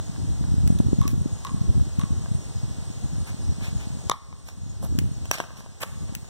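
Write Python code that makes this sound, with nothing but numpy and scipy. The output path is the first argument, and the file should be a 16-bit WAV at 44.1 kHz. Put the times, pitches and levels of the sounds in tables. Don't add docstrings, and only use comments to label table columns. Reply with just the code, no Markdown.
import sys
import numpy as np
from scipy import signal
from scipy.fft import rfft, irfft, next_fast_len
from scipy.io import wavfile
from scipy.ndimage import uniform_filter1d

SR = 44100
rng = np.random.default_rng(int(sys.argv[2]) if len(sys.argv) > 2 else 0)


def wav_record(signal):
    frames = np.transpose(np.atleast_2d(signal))
    bounded = np.clip(frames, -1, 1)
    quanta = np.round(bounded * 32767).astype(np.int16)
    wavfile.write(sys.argv[1], SR, quanta)


N = 277389
TIME = np.arange(N) / SR
HIT_TIME = TIME[:16384]
PADDLE_LAG_MS = 0.21
CRACK_LOW_CUT_HZ = 1700


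def paddles(hum_hz=1092, thump_hz=480, eave_s=0.0027, house_lag_ms=-0.013, far_cut_hz=3000):
    # start_s, pop_db, pop_t60_s, swell_s, overtones_db, thump_db, hum_db, crack_db, pitch_hz,
    # house_delay_s, house_db, eave_db, garage_delay_s, garage_db
    strikes = [ (1.0150, -30.5, 0.042, .0013, -1, -56, -36.5, -21, 1118, 0.014, -4.5, -15, 0.038, -5.5),
               (1.449, -23, 0.032, 0.0018, -6, -37, -39, -17, 1076, 0.019, -1, -15, 0.0445, -5.5),
               (1.9950, -36.5, 0.035, 0.0014, 1, -58, -41.5, -20, 1108, .0172, -2, 0.5, 0.040, 0),
               (4.0973, -7.5, 0.0091, 0.000063, 3, -11, -29, 1, 1150, 0.016, -2.5, 2.5, 0.23, -17)]
    # pitch_ratio, level_db, t60_ratio
    face_modes = [(1, 0.5, 1), (1.3, -19, 0.17), (1.62, -12.5, 0.84), (1.95, -5, 0.67)]
    # pitch_hz, level_db, t60_s
    skin_modes = [(6370, -8.5, 0.0018), (10200, -11, 0.0017)]
    # frequency_hz, level_db
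    crack_colour = [(300, -6), (1500, -2), (3500, 0), (7000, 0), (11000, -5), (16000, -13)]
    direct, echoes = np.zeros((2, 2, N))
    for (start_s, pop_db, pop_t60_s, swell_s, overtones_db, thump_db, hum_db, crack_db, pitch_hz,
         house_s, house_db, eave_db, garage_s, garage_db) in strikes:
        swell = 1 - np.exp(-HIT_TIME / swell_s)
        face = swell * ring([(pitch_hz * ratio, pop_db + db + overtones_db * (k > 0), pop_t60_s * share)
                             for k, (ratio, db, share) in enumerate(face_modes)])
        hum = swell * ring([(hum_hz, hum_db, 0.053), (hum_hz, hum_db - 7.5, 0.42)])
        contact = spike(rise_s=0.000035) + ring(skin_modes)
        contact += from_db(-18) * burst(crack_colour, t60_s=0.007)
        crack = from_db(crack_db) * low_cut(contact, CRACK_LOW_CUT_HZ)
        thump = ring([(thump_hz, thump_db, 0.0055)])
        hit = face + crack + thump
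        add(direct, start_s, hit + hum, PADDLE_LAG_MS)
        thin = low_cut(hit, hz=600)
        add(echoes, start_s + house_s, from_db(house_db) * siding(thin), house_lag_ms)
        eave_echo = from_db(eave_db) * high_cut(thin, far_cut_hz)
        add(echoes, start_s + house_s + eave_s, eave_echo, house_lag_ms)
        garage_echo = from_db(garage_db) * high_cut(thin + hum, far_cut_hz)
        add(echoes, start_s + garage_s, garage_echo, PADDLE_LAG_MS)
    sheen = from_db(-15) * direct
    scattered = low_cut(high_cut(direct, hz=2800) + sheen, hz=1200)
    return direct + echoes + yard(scattered, wet_db=6, early_db=20.5, early_t60_s=0.14, build_s=0.024)


def slab_clacks(detune=0.025):
    # start_s, knock_db, ring_db, crack_db, lag_ms
    clacks = [ (0.6757, -42, -30, -19.5, 0.112), (0.788, -54, -43, -25.5, 0.027),
              (1.0780, -29, -27.5, -13.5, 0.16), (1.798, -32, -46, -44, 0.06),
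              (4.487, -20, -29.5, -22.5, -0.16), (4.9884, -51, -23, -9, -0.11),
              (5.2554, -24.5, -30, -30, -0.24), (5.3130, -1.5, -7, -4.5, -0.18),
              (5.3839, -11, -17, -22, -0.39), (5.4018, 6.5, -12.5, -17, 0.26),
              (5.4390, -17, -26, -37, 0.056), (6.151, -39, -32, -11.5, 0.119)]
    # pitch_hz, level_db, t60_s
    ring_modes = [(1880, -13.5, 0.02), (2650, -7, 0.023), (3025, -11, 0.024), (3800, -23, 0.017),
                  (5720, -7, 0.027), (6300, -15, 0.022), (8300, -13.5, 0.032)]
    # frequency_hz, level_db
    rattle_colour = [(800, -14), (2200, 0), (4000, -3), (6000, 0), (10000, -4), (13500, -2), (16000, -5)]
    # frequency_hz, level_db
    skitter_colour = [(800, -20), (2200, 19), (6000, -18), (10000, -2), (13500, 3), (16000, 9)]
    out = np.zeros((2, N))
    for start_s, knock_db, ring_db, crack_db, lag_ms in clacks:
        ringing = ring([(hz * (1 + detune * rng.normal()), db, t60_s) for hz, db, t60_s in ring_modes])
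        rattle = from_db(-7.5) * burst(rattle_colour, t60_s=0.011)
        skitter = from_db(-27.5) * burst(skitter_colour, t60_s=0.11)
        crack = low_cut(spike(rise_s=0.00002) + rattle + skitter, CRACK_LOW_CUT_HZ)
        clack = from_db(knock_db) * knock() + from_db(ring_db) * ringing + from_db(crack_db) * crack
        add(out, start_s, clack, lag_ms)
    return out


def knock(detune=0.029):
    # pitch_hz, level_db, t60_s
    modes = [(367, -30, 0.036), (710, -19.5, 0.021), (980, -21.5, 0.015), (1170, -11.5, 0.0083),
             (1576, -14.5, 0.018)]
    return ring([(hz * (1 + detune * rng.normal()), db, t60_s) for hz, db, t60_s in modes])


def shoes(grain_db=6):
    # start_s, length_s, grit_db, tilt_db_per_octave, rub_db, rub_top_hz, rise_share, lag_ms
    scuffs = [(1.083, 0.041, -42.5, 3, -48, 2970, 0.3, -0.21),
              (3.254, 0.062, -47.5, -1.5, -45, 2480, 0.4, -0.18),
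              (3.593, 0.099, -43, -0.5, -40, 3800, 0.61, -.2),
              (3.781, 0.075, -50.5, -2, -46.5, 3180, 0.34, -0.21),
              (4.447, 0.064, -39, -0.5, -42, 1760, 0.67, -0.21),
              (4.822, 0.042, -39, 4.5, -33.5, 1100, 0.077, -0.23),
              (5.319, 0.04, -18.5, -4.3, -31.5, 1810, 0.67, -.16),
              (5.358, 0.071, -30, -5, -32, 2040, 0.24, -0.22),
              (5.564, 0.057, -41.5, -1.5, -45, 1470, 0.1, -0.28),
              (5.801, 0.043, -30, 7, -31.5, 2700, 0.37, -0.13),
              (5.823, 0.014, -24.5, -6, -22.5, 3600, 0.75, -0.095)]
    # frequency_hz, level_db
    grit_colour = [(800, -11.5), (2000, -1), (3500, 2.5), (7000, 4.5), (10000, -1.5), (13000, 2),
                   (16000, -24)]
    # frequency_hz, level_db
    rub_colour = [(100, 17), (300, 3.5), (600, 8), (1000, 6), (1700, 8), (3000, 11), (6000, 12)]
    out, size = np.zeros((2, N)), len(HIT_TIME)
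    for start_s, length_s, grit_db, tilt_db, rub_db, rub_top_hz, rise_share, lag_ms in scuffs:
        progress = HIT_TIME / length_s
        pressure = np.minimum(progress / rise_share, 1) * np.exp(-progress ** 4)
        roughness = rms_one(uniform_filter1d(rng.standard_normal(size), size=10))
        grains = rms_one(from_db(grain_db * roughness))
        tilted = [(hz, db + tilt_db * np.log2(hz)) for hz, db in grit_colour]
        grit = from_db(grit_db) * grains * rms_one(noise(tilted, size))
        rub = from_db(rub_db) * rms_one(high_cut(noise(rub_colour, size), rub_top_hz, order=4))
        add(out, start_s, pressure * (grit + rub), lag_ms)
    return out


def dull_knocks(lag_ms=-0.22):
    # start_s, level_db
    knocks = [(0.1617, -26.5), (0.4395, -26), (2.2598, -23), (3.1574, -31), (3.6099, -26), (5.506, -16.5),
              (5.607, -19.5), (5.8327, -9.5), (5.8346, -7.5), (6.2445, -28)]
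    out = np.zeros((2, N))
    for start_s, level_db in knocks:
        add(out, start_s, from_db(level_db) * knock(), lag_ms)
    return out


def siding(x, groove_hz=3750, level_db=-11.5, boards=12):
    arrivals = SR / groove_hz * (np.arange(boards) + rng.uniform(0, 0.45, boards))
    taps = np.zeros(512)
    taps[np.round(arrivals).astype(int)] = np.geomspace(1.4, 0.4, boards)
    return from_db(level_db) * high_cut(np.convolve(x, taps)[:len(x)], hz=6000)


def garage(x, delay_s=0.26, level_db=-20):
    out = np.zeros((2, N))
    add(out, delay_s, from_db(level_db) * high_cut(x.mean(0), hz=4500), PADDLE_LAG_MS)
    return out


def yard(x, wet_db, early_db, early_t60_s, build_s):
    # frequency_hz, t60_s
    decay = [(200, 0.21), (700, 0.57), (1100, 0.94), (1700, 0.88), (5000, 0.99), (14000, 0.66)]
    t = TIME[:SR]
    edges_hz = 140 * 2 ** (np.arange(11) / 1.45)
    white = rng.standard_normal((2, 2, SR))
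    early = from_db(early_db - 60 * t / early_t60_s)
    response = np.zeros((2, SR))
    for k, (low, high) in enumerate(zip(edges_hz, edges_hz[1:])):
        band = signal.sosfilt(signal.butter(2, [low, high], "band", fs=SR, output="sos"), white[k % 2])
        tail = from_db(-60 * t / at_hz(decay, np.sqrt(low * high)))
        response += band * (early + tail)
    response *= np.clip(t / build_s, 0, 1) ** 2
    response /= np.sqrt(np.sum(response ** 2) / 2)
    return from_db(wet_db) * signal.fftconvolve(x.mean(0)[None], response, axes=1)[:, :N]


def wind(rumble_db=-2, lumps_db=4.5, puffs_db=1.2, shared=0.24, core_db=-11, flutter_db=-25):
    # time_s, level_db
    breeze = [(0.0, -25.5), (0.55, -20), (1.0, -22), (1.24, -21), (1.38, -31), (1.58, -21), (1.8, -25),
              (1.91, -25.5), (2.22, -31.5), (2.35, -28.5), (2.7, -29), (3.1, -28.5), (3.88, -28),
              (4.3, -33.5), (4.85, -24), (5.02, -19), (5.16, -25), (5.3, -29), (5.72, -35), (6.03, -26),
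              (6.29, -31.5)]
    # centre_s, level_db, pitch_hz
    buffets = [(0.704, -10, 155), (0.726, -16, 152), (0.803, -9.5, 184), (0.886, -14.5, 167),
               (0.931, -11.5, 228), (0.988, -12.5, 146), (1.009, -11, 106), (1.055, -18, 200),
               (1.133, -15.5, 171), (1.18, -17.5, 148), (1.26, -15.5, 196), (1.546, -15, 144),
               (1.615, -14.5, 121), (1.78, -15, 148), (1.812, -13, 82.4), (1.988, -15, 141),
               (2.038, -15, 140), (2.108, -19.5, 160), (2.123, -16, 97), (2.317, -16, 121),
               (2.351, -15.5, 101), (4.926, -23.5, 210), (4.987, -14, 180), (5.017, -18.5, 191),
               (5.092, -28.5, 166)]
    # frequency_hz, level_db
    rumble_colour = [(20, -37), (35, -7), (50, 4), (70, 8), (130, 1), (200, -8.5), (300, -17), (450, -31),
                     (800, -100), (2000, -93)]
    # frequency_hz, level_db
    flutter_colour = [(100, -9), (300, -9), (550, 9.5), (1000, -35), (2500, -46), (8000, -50)]
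    gust_db = np.interp(TIME, *np.transpose(breeze)) + puffs_db * drift(per_s=10)
    rumble = long_noise(rumble_colour)
    out = rms_one(rumble + shared * rumble[::-1])
    out *= from_db(gust_db + rumble_db + lumps_db * drift(per_s=45))
    windward = np.array([[1.8], [0.1]])
    for centre_s, level_db, pitch_hz in buffets + small_eddies(gust_db):
        near = slice(max(0, round((centre_s - 0.03) * SR)), round((centre_s + 0.03) * SR))
        turns = (TIME[near] - centre_s) * pitch_hz
        swirl = np.exp(-(turns / 0.5) ** 2) * np.cos(2 * np.pi * turns)
        core = from_db(core_db) * np.exp(-(turns / 0.15) ** 2)
        out[:, near] += windward * from_db(level_db) * (swirl + core)
    out += from_db(flutter_db) * rms_one(long_noise(flutter_colour)) * np.abs(out) ** 2.7
    return low_cut(out, hz=36) * from_db([[0], [-4.5]])


def small_eddies(gust_db, per_s=20, above_gust_db=2, pitch_hz=124.2, spread_octaves=0.25):
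    times = np.cumsum(rng.exponential(1, 200)) / per_s
    times = times[times < TIME[-1]]
    levels_db = np.interp(times, TIME, gust_db) + above_gust_db
    pitches_hz = pitch_hz * 2 ** (spread_octaves * rng.standard_normal(len(times)))
    return list(zip(times, levels_db, pitches_hz))


def insects(throb_db=4, throb_per_s=14):
    # start_s, end_s, pitch_hz, width_hz, level_db, lag_ms
    choirs = [(0, 6.29, 3840, 450, -80, 0.18), (0, 6.29, 4350, 160, -68, -0.15),
              (0, 6.29, 5030, 420, -65, -0.019), (0, 2.2, 5670, 130, -66, 0),
              (2.2, 6.29, 5620, 218, -66.5, 0), (3.701, 3.3, 5480, 160, -61, 0),
              (0, 6.29, 6800, 470, -56, 0.276), (0, 6.29, 8660, 217, -61, -0.094)]
    out, size = np.zeros((2, N)), next_fast_len(N)
    hz = np.fft.rfftfreq(size, 1 / SR)
    for start_s, end_s, pitch_hz, width_hz, level_db, lag_ms in choirs:
        band = 1 / (1 + (2 * (hz - pitch_hz) / width_hz) ** 4)
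        rasp = rms_one(irfft(rfft(rng.standard_normal(size)) * band, size)[:N])
        throb = from_db(level_db + throb_db * drift(throb_per_s))
        out += at_ports(singing(start_s, end_s) * rasp * throb, lag_ms)
    return out


def katydids(strokes_per_s=57.3, sag_hz=360, wander_hz=45):
    # start_s, end_s, pitch_hz, level_db
    songs = [(0, 6.29, 8700, -63), (2.22, 2.32, 8370, -63), (2.38, 2.55, 8520, -65),
             (3.47, 3.53, 8180, -65)]
    out = np.zeros(N)
    for start_s, end_s, pitch_hz, level_db in songs:
        stroke = (TIME * strokes_per_s + 0.04 * drift(per_s=14)) % 1
        glide_hz = pitch_hz + sag_hz * (0.5 - stroke) + wander_hz * drift(per_s=150)
        whistle = np.sin(2 * np.pi * np.cumsum(glide_hz) / SR)
        buzz = rms_one(np.sin(np.pi * stroke) ** 2 * whistle)
        out += from_db(level_db) * singing(start_s, end_s) * buzz
    return at_ports(out, lag_ms=-0.04)


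def air():
    # frequency_hz, density_db
    air_colour = [(30, -67), (150, -88.5), (400, -79.5), (750, -82.5), (1300, -90), (2200, -92.5),
                  (4000, -91), (8600, -89), (9100, -100), (12000, -104), (16000, -107)]
    return long_noise(air_colour)


def ring(modes):
    return sum(-from_db(db - 60 * HIT_TIME / t60_s) * np.sin(2 * np.pi * hz * HIT_TIME)
               for hz, db, t60_s in modes)


def spike(rise_s):
    return -HIT_TIME / rise_s * np.exp(1 - HIT_TIME / rise_s)


def burst(colour, t60_s):
    return from_db(-60 * HIT_TIME / t60_s) * rms_one(noise(colour, len(HIT_TIME)))


def noise(colour, size):
    gain = from_db(at_hz(colour, np.fft.rfftfreq(size, 1 / SR)))
    return irfft(rfft(rng.standard_normal(size)) * gain, size) * np.sqrt(SR / 2)


def long_noise(colour):
    return np.array([noise(colour, next_fast_len(N))[:N] for port in range(2)])


def drift(per_s):
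    return np.interp(TIME * per_s, np.arange(4000), rng.standard_normal(4000))


def singing(start_s, end_s, fade_s=0.041):
    return np.clip(np.minimum(TIME - start_s, end_s - TIME) / fade_s + 1, 0, 1)


def add(out, start_s, x, lag_ms):
    lead = 64
    start = round(start_s * SR) - lead
    pair = at_ports(np.pad(x, lead), lag_ms)[:, :N - start]
    out[:, start:start + pair.shape[1]] += pair


def at_ports(x, lag_ms):
    # frequency_hz, gain_db_per_ms
    shadow = [(500, -15), (2000, -23), (8000, -78)]
    far = delayed(x, abs(lag_ms), [(hz, db * abs(lag_ms)) for hz, db in shadow])
    return np.array([x, far] if lag_ms > 0 else [far, x])


def delayed(x, delay_ms, colour):
    size = next_fast_len(x.shape[-1])
    hz = np.fft.rfftfreq(size, 1 / SR)
    phase_shift = np.exp(-2j * np.pi * hz * delay_ms / 1000)
    return irfft(rfft(x, size) * phase_shift * from_db(at_hz(colour, hz)), size)[..., :x.shape[-1]]


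def at_hz(points, hz):
    known_hz, values = np.transpose(points)
    return np.interp(np.log(hz + 1e-3), np.log(known_hz), values)


def low_cut(x, hz):
    return signal.sosfilt(signal.butter(2, hz, "high", fs=SR, output="sos"), x)


def high_cut(x, hz, order=2):
    return signal.sosfilt(signal.butter(order, hz, fs=SR, output="sos"), x)


def from_db(db):
    return 10 ** (np.asarray(db) / 20)


def rms_one(x):
    return x / np.sqrt(np.mean(x ** 2) + 1e-20)


def gain_control(x, threshold_db=-19, slope=0.58, release_db_per_s=10, attack_s=0.022, ahead_s=0.002):
    peak_db = 20 * np.log10(np.abs(low_cut(x, hz=1000)).max(0) + 1e-9)
    duck_db = slope * np.maximum(peak_db - threshold_db, 0)
    duck_db = np.interp(TIME + ahead_s, TIME, duck_db)
    held_db = np.maximum.accumulate(duck_db + release_db_per_s * TIME) - release_db_per_s * TIME
    pole = np.exp(-1 / (attack_s * SR))
    return x * from_db(-signal.lfilter([1 - pole], [1, -pole], held_db))


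def scene():
    around = paddles() + wind() + insects() + katydids() + air()
    on_slab = slab_clacks() + shoes() + dull_knocks()
    reverb = yard(on_slab, wet_db=-11, early_db=-20, early_t60_s=0.02, build_s=0.0043)
    return around + on_slab + garage(on_slab) + reverb


def record(dry, crossfeed_ms=0.428, ceiling=0.85, cutoff_hz=16100):
    # frequency_hz, gain_db
    crossfeed = [(2300, -0.47), (4600, -1), (7000, -4.5), (14000, -6.5)]
    ports = gain_control(dry)
    wide = ports - delayed(ports[::-1], crossfeed_ms, crossfeed)
    top_cut = signal.ellip(10, 0.2, 80, cutoff_hz, fs=SR, output="sos")
    return signal.sosfilt(top_cut, np.clip(wide, -ceiling, ceiling))


dry = scene()
out = record(dry)
wav_record(out)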